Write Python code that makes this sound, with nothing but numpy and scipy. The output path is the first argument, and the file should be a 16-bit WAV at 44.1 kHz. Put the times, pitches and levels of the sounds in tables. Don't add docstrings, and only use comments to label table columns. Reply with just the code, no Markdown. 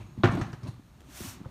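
import sys
import numpy as np
from scipy import signal
from scipy.fft import rfft, irfft
from scipy.io import wavfile

SR = 44100
rng = np.random.default_rng(int(sys.argv[2]) if len(sys.argv) > 2 else 0)


def transcribe(u):
    v = np.clip(np.atleast_2d(u).T, -1, 1)
    q = np.round(v * 32767).astype(np.int16)
    wavfile.write(sys.argv[1], SR, q)


def boost(x):
    u = np.asarray(x, float) / 20
    return 10 ** u


N = 66150


def rms_one(x):
    return x / np.sqrt(np.mean(x ** 2) + 1e-20)


def at_hz(points, hz):
    point_hz, value = np.array(points)[:, 0], np.array(points)[:, 1]
    return np.interp(np.log(hz), np.log(point_hz), value)


def noise():
    return rng.standard_normal(N)


def band(x, low_hz, high_hz, order=2):
    return signal.sosfilt(signal.butter(order, [low_hz, high_hz], "band", fs=SR, output="sos"), x)


def peak_at(hz, width_hz):
    return signal.iirpeak(hz, hz / width_hz, fs=SR)


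def drift(rate_hz):
    r = np.exp(-2 * np.pi * rate_hz / SR)
    wander = signal.lfilter([1], [1, -2 * r, r * r], rng.standard_normal(N + 8000))
    return rms_one(wander[8000:])


def coloured(spectrum):
    hz = np.maximum(np.arange(N // 2 + 1) * SR / N, 1)
    inside = (hz > spectrum[0][0]) & (hz < spectrum[-1][0])
    return rms_one(irfft(rfft(noise()) * boost(at_hz(spectrum, hz)) * inside, N))


def ring(clicks, hz, t60):
    r, w = boost(-60 / (t60 * SR)), 2 * np.pi * hz / SR
    return signal.lfilter([0, np.sin(w)], [1, -2 * r * np.cos(w), r * r], clicks + 1e-18)


def fall(t, t60):
    return np.exp(-np.log(1000) * t / t60)


def dying(start, t60, rise):
    t = np.maximum(np.arange(N) / SR - start, 0)
    return (1 - np.exp(-t / rise)) * fall(t, t60)


# (frequency [Hz], width [Hz], level [dB])
STRIP_MODES = [(2420, 280, -4), (4200, 1300, 0), (6580, 520, -3), (8700, 1300, -6.5), (12100, 500, -15)]


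def wire(x):
    out = 0
    for k, (hz, width_hz, db) in enumerate(STRIP_MODES):
        out = out + (-1) ** k * boost(db) * rms_one(signal.lfilter(*peak_at(hz, width_hz), x))
    return rms_one(out)


# (frequency [Hz], level [dB per Hz])
AIR_SPECTRUM = [(15, -48), (25, -5), (64, 6), (122, -1), (275, -12), (1030, -26), (1240, -19),
                (2240, -29.5), (15600, -39.5)]


def air():
    return boost(-55.5) * coloured(AIR_SPECTRUM)


# (time [s], level [dB])
HAND_EFFORT = [(0, -46), (.06, -55.5), (.16, -56), (.19, -51), (0.228, -52), (0.247, -27.5), (.30, -31.5),
               (.41, -34.5), (.45, -39), (0.603, -55), (0.663, -40.5), (.72, -53.5), (.84, -66),
               (1.1, -55.5), (1.18, -55), (1.25, -48.5), (1.33, -53), (1.5, -50.5)]
# (frequency [Hz], level [dB per Hz])
RUMBLE_SPECTRUM = [(15, -26), (25, -19), (86, -8.5), (125, -5.5), (202, -5.5), (309, -10), (387, -10.5),
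                   (472, -63), (600, -21.5), (780, -43), (1320, -120)]
# (frequency [Hz], level [dB per Hz])
RUSTLE_SPECTRUM = [(260, -13), (450, -10), (1080, -4), (1410, -17.5), (4210, -21), (4880, -23),
                   (6190, -31.5), (9510, -37), (15500, -46.5)]
RUMBLE_DB, RUSTLE_DB, WIRE_RUSTLE_DB = -1.5, -60.5, -72
CRACKLE_DB, CRACKLES_PER_S, CRACKLE_SPREAD_DB = -71.5, 810, 3


def handling():
    effort_db = np.interp(np.arange(N) / SR, *np.transpose(HAND_EFFORT))
    swing_db = effort_db - effort_db.mean()
    rumble = boost(effort_db + RUMBLE_DB + 0.5 * drift(33)) * coloured(RUMBLE_SPECTRUM)
    rustle = boost(RUSTLE_DB + 0.9 * swing_db + 1.7 * drift(57)) * coloured(RUSTLE_SPECTRUM)
    wire_rustle = boost(WIRE_RUSTLE_DB + 0.22 * swing_db) * wire(noise())
    strength = boost(CRACKLE_SPREAD_DB * np.minimum(rng.exponential(1, N), 4))
    grains = (rng.random(N) < CRACKLES_PER_S / SR) * strength * rng.choice([-1, 1], N)
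    fibres = rms_one(band(grains + 1e-18, 533, 2220, order=4))
    crackle = boost(CRACKLE_DB + 1.1 * swing_db) * fibres
    return rumble + rustle + wire_rustle + crackle


# (time [s], peak [dB], pitch [Hz], ring
BOX_THUDS = [(0.033, -24.5, 94, 1.3), (0.177, -21.5, 215, 3.3), (0.183, -21, 115, 3.4),
             (0.2358, -12.5, 105.4, 7.8), (0.2376, -12, 355, 21.6), (0.274, -12, 185, 2.1),
             (.293, -7.5, 103, 1.3), (0.312, -45, 155, 1.6), (.302, -21, 123, 3.6),
             (0.327, -18, 148, 3.8), (0.3501, -16.5, 169, 3), (.377, -21, 293, 10), (.396, -19, 271, 5.4),
             (0.4138, -12, 117.5, 2.78), (0.46, -28, 150, 4.2), (0.534, -20.5, 138, 2.2),
             (.634, -24.5, 111.5, 5.2), (0.652, -27.5, 260, 1.9), (0.6746, -25, 170, 2.1),
             (0.6847, -19.5, 122, 3.66), (.795, -31, 243, 2.3), (0.933, -39, 74.2, 2.5),
             (1.087, -44, 283, 13), (1.205, -28, 357, 4.9), (1.211, -27.5, 80, 2.3),
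             (1.247, -33, 203, 5.1), (1.2707, -33, 101, 5.7), (1.404, -24.5, 224, 1.4),
             (1.414, -18, 178, 1.19), (1.4595, -19, 112, 1.76), (1.4683, -32, 170, 1.7),
             (1.440, -33, 120, 1.7),
             (.0002, -35, 107.5, 18.4), (.001, -40, 197, 7.2), (0.2392, -13.5, 140, 4.6),
                (.405, -26, 298, 5.1), (.060, -56, 118, 1.3), (.088, -34.5, 170, 3),
                (.118, -34, 135.5, 5.5), (.198, -27.5, 199, 10.8), (0.2345, -21.5, 3700, 15.4),
                (0.2356, -14.5, 1094, 11), (.2436, -42, 3500, 14), (0.243, -14, 100, 3.8),
                (.2445, -22.5, 193, 12), (.2530, -8.5, 118, 1.2), (0.3512, -23, 360, 6.4),
                (0.24, -16.5, 252.4, 12.5), (.372, -30, 694, 16), (.5305, -38.5, 1550, 9.3),
                (.534, -34, 370, 4.1), (.537, -42, 730, 8.0), (.500, -34, 131, 2.3), (.613, -45, 110, 1.7),
                (.662, -44.5, 643, 27), (.664, -29, 255, 3.9), (.729, -39, 116, 9), (1.006, -45, 800, 3.1),
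                (1.105, -42, 66.6, 4.9), (1.208, -31, 214, 5.8), (1.256, -36, 259, 10),
                (1.281, -59, 98, 3.), (1.4485, -39.5, 1280, 6.0), (1.4566, -39, 1340, 5.3),
                (1.458, -40, 523, 16), (1.456, -41, 910, 6.3)]
THUD_SOFTNESS = 1.125
CRUNCH_DB, CRUNCH_T60_S = -37, 0.043


def thuds():
    out, t = np.zeros(N + SR), np.arange(SR // 2) / SR
    paper = rms_one(band(rng.standard_normal(N + SR), 450, 1700))
    for s, db, hz, cycles in BOX_THUDS:
        i = int(s * SR)
        rise = 1 - np.exp(-t * hz * THUD_SOFTNESS * 2)
        bend = fall(t, 2 * cycles / hz) * np.sin(2 * np.pi * hz * t)
        crunch = boost(CRUNCH_DB) * fall(t, CRUNCH_T60_S) * paper[i:i + len(t)]
        out[i:i + len(t)] -= boost(db) * rise * (bend + crunch)
    return out[:N]


# (time [s], level [dB rms], bright resonance [Hz], t60 [s], board knock [dB])
WIRE_TICKS = [(0.312, -64, 8900, 0.21, -53), (0.3504, -51, 6900, 0.028, -51),
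              (.361, -77.5, 9400, 0.036, -59), (0.4122, -50.5, 6000, 0.099, -33.5),
              (.520, -63, 7040, 0.043, -69), (0.5296, -54.5, 5100, 0.077, -43),
              (.631, -56.5, 5040, 0.12, -59), (0.67, -56, 4200, 0.21, -54.5),
              (.676, -62.5, 8400, 0.14, -85), (1.0063, -63, 7500, 0.025, -66),
              (.005, -61.5, 2420, 0.32, -63), (1.4498, -74, 4000, 0.023, -54)]
TICK_Q, STRIP_DB = 3.2, -4


def ticks():
    white, strip = noise(), wire(noise())
    knock = rms_one(band(noise(), 517, 1856))
    out = np.zeros(N)
    for s, db, hz, t60, knock_db in WIRE_TICKS:
        peak = signal.iirpeak(hz, TICK_Q, fs=SR)
        scratch = rms_one(signal.lfilter(*peak, signal.lfilter(*peak, white)))
        bright = scratch + boost(STRIP_DB) * strip
        out += boost(db) * bright * dying(s, t60, 0.00032)
        out += boost(knock_db) * knock * dying(s, t60 * 0.97, 0.001)
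    return out


# (time [s], level [dB rms], pitch [Hz], width [Hz], t60 [s])
STAPLE_SHIVERS = [(.312, -60, 8600, 900, .1), (0.39, -52, 8400, 500, 0.034), (0.32, -52, 6500, 660, .05),
                  (.350, -63, 12400, 500, .08), (.412, -61.5, 6200, 600, 0.31),
                  (.413, -74, 14500, 700, 0.046), (.315, -69, 11700, 4500, 0.25),
                  (.676, -72, 12500, 700, .12), (.678, -66, 9800, 300, 0.16), (0.47, -65, 8100, 1100, .02),
                  (0.063, -74.5, 6700, 440, 0.69)]


def shivers():
    white, out = noise(), np.zeros(N)
    for s, db, hz, width_hz, t60 in STAPLE_SHIVERS:
        peak = peak_at(hz, width_hz)
        tremble = rms_one(signal.lfilter(*peak, signal.lfilter(*peak, white)))
        out += boost(db) * tremble * dying(s, t60, 0.0006)
    return out


# (frequency [Hz], level [dB per Hz])
CRACK_SPECTRUM = [(430, -11), (700, -9.5), (1350, -4), (1900, -12.5), (2700, -16), (4150, -25.5),
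                  (4500, -28), (6000, -30), (15500, -68)]
# (time after the snap [s], level [dB])
FLAP_SLAPS = [
    (.001, -4),
    (.0045, -3.5),
    (.0095, -3.5),
    (.0205, -5.5),
    (.039, -11),
    (.052, -19),
]
# (frequency [Hz], level [dB], t60 [s])
BOARD_MODES = [(476, -16, 0.37), (588, -6, 0.105), (691.2, 3.5, 0.23), (790, -0.5, 0.16), (1063, -5, 0.21),
               (1157, -10, .14), (1227, -0.5, 0.13), (1379, -6.5, 0.19), (1433, -7, 0.17),
               (1587, -17, 0.27), (2017, -6.5, 0.043), (2250, -7.5, 0.13)]
SNAP_S, SNAP_DB, SNAP_T60_S = .2352, -18.5, 0.1
BOARD_DB, BOARD_DAMP, BOARD_LONGEST_S = -19.5, 0.97, 0.3
RESTRIKE_DB = -15
MODE_SPREAD_DB = 2.5
CONTACT_HZ = 4000


def snap():
    crack = sum(boost(db) * dying(SNAP_S + s, SNAP_T60_S * 0.25, 0.00028) for s, db in FLAP_SLAPS)
    tearing = boost(-8.5) * dying(SNAP_S, SNAP_T60_S * 2.03, 0.013)
    out = boost(SNAP_DB) * coloured(CRACK_SPECTRUM) * (crack + tearing)
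    s, db = np.transpose(FLAP_SLAPS[:4])
    db[1:] += RESTRIKE_DB
    contact = signal.butter(2, CONTACT_HZ, fs=SR)
    for hz, level_db, t60 in BOARD_MODES:
        spread_db = MODE_SPREAD_DB * rng.standard_normal(len(s))
        blows = np.zeros(N)
        blows[((SNAP_S + s) * SR).astype(int)] = boost(db + level_db + BOARD_DB + spread_db)
        out += ring(signal.lfilter(*contact, blows), hz, min(BOARD_DAMP * t60, BOARD_LONGEST_S))
    return out


# (time [s], level [dB rms], t60 [s])
PAPER_CLICKS = [
    (0.413, -50, 0.035),
    (0.5305, -51, 0.015),
    (0.988, -74, .012),
    (1.0052, -45.5, 0.017),
    (1.017, -48, 0.011),
    (1.045, -56, .015),
]
CLICK_TILT = 0.9


def paper_clicks():
    dull = rms_one(signal.lfilter([1], [1, -CLICK_TILT], noise()))
    return dull * sum(boost(db) * dying(s, t60, 0.00034) for s, db, t60 in PAPER_CLICKS)


# (frequency [Hz], level [dB per Hz])
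FRICTION_SPECTRUM = [(290, -56), (500, -10.5), (577, -1), (852, -5.5), (1090, -2), (3800, -5.5), (5000, -4),
                     (5780, -3), (15600, -9.5)]
SLIDE_START_S, SLIDE_END_S, SLIDE_DB = 1.1585, 1.3147, -44.5
RISE_DB_PER_S, FALL_DB_PER_S, KNEE_DB = 234, 303, 4.5
DULL_HZ, DULLING = 7950, 0.43


def slide():
    t = np.arange(N) / SR
    before = (SLIDE_START_S - t) * RISE_DB_PER_S / KNEE_DB
    after = (t - SLIDE_END_S) * FALL_DB_PER_S / KNEE_DB
    slow_db = -KNEE_DB * np.logaddexp(0, np.logaddexp(before, after))
    friction = coloured(FRICTION_SPECTRUM)
    dull = signal.filtfilt(*signal.butter(1, DULL_HZ, fs=SR), friction)
    top = boost(DULLING * slow_db) * (friction - dull)
    return boost(SLIDE_DB + slow_db + 0.89 * drift(32)) * (dull + top)


# (frequency [Hz], t60 [s])
ROOM_DECAY = [(100, 0.88), (500, 0.48), (1500, 0.67), (4000, 0.45), (12000, 0.11)]
ROOM_DB, ROOM_GAP_S = -13, 0.0026


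def workshop(x):
    t, tail = np.arange(SR) / SR, 0
    edges_hz = 50 * 2 ** np.arange(0, 8.6, .5)
    for low, high in zip(edges_hz, edges_hz[1:]):
        diffuse = band(rng.standard_normal(SR), low, high)
        tail = tail + diffuse * fall(t, at_hz(ROOM_DECAY, np.sqrt(low * high)))
    tail = tail * (1 - np.exp(-t / ROOM_GAP_S))
    return boost(ROOM_DB) * signal.fftconvolve(x, tail / np.sqrt(np.sum(tail ** 2)))[:N]


def scene():
    low = thuds()
    bright = ticks() + shivers() + snap() + paper_clicks() + slide()
    tail = workshop(bright + boost(-6.5) * low)
    return (low + bright + tail + handling() + air())[None]


def roll_off(x):
    return signal.sosfilt(signal.butter(12, 15740, fs=SR, output="sos"), x)


# (frequency [Hz], width [Hz], depth [dB])
HOUSING_DIPS = [(4865, 410, 7), (10400, 390, 9)]
LOW_CUT_HZ, TOP_CUT_HZ, CEILING = 36, 16050, .9


def record(dry):
    x = signal.sosfilt(signal.butter(2, LOW_CUT_HZ, "high", fs=SR, output="sos"), dry)
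    for hz, width_hz, depth_db in HOUSING_DIPS:
        x = x - (1 - boost(-depth_db)) * signal.lfilter(*peak_at(hz, width_hz), x)
    rounded = CEILING * np.tanh(x / CEILING)
    mix = signal.sosfilt(signal.cheby2(10, 50, TOP_CUT_HZ + 250, fs=SR, output="sos"), rounded)
    return roll_off(mix)


dry = scene()
out = record(dry)
transcribe(out)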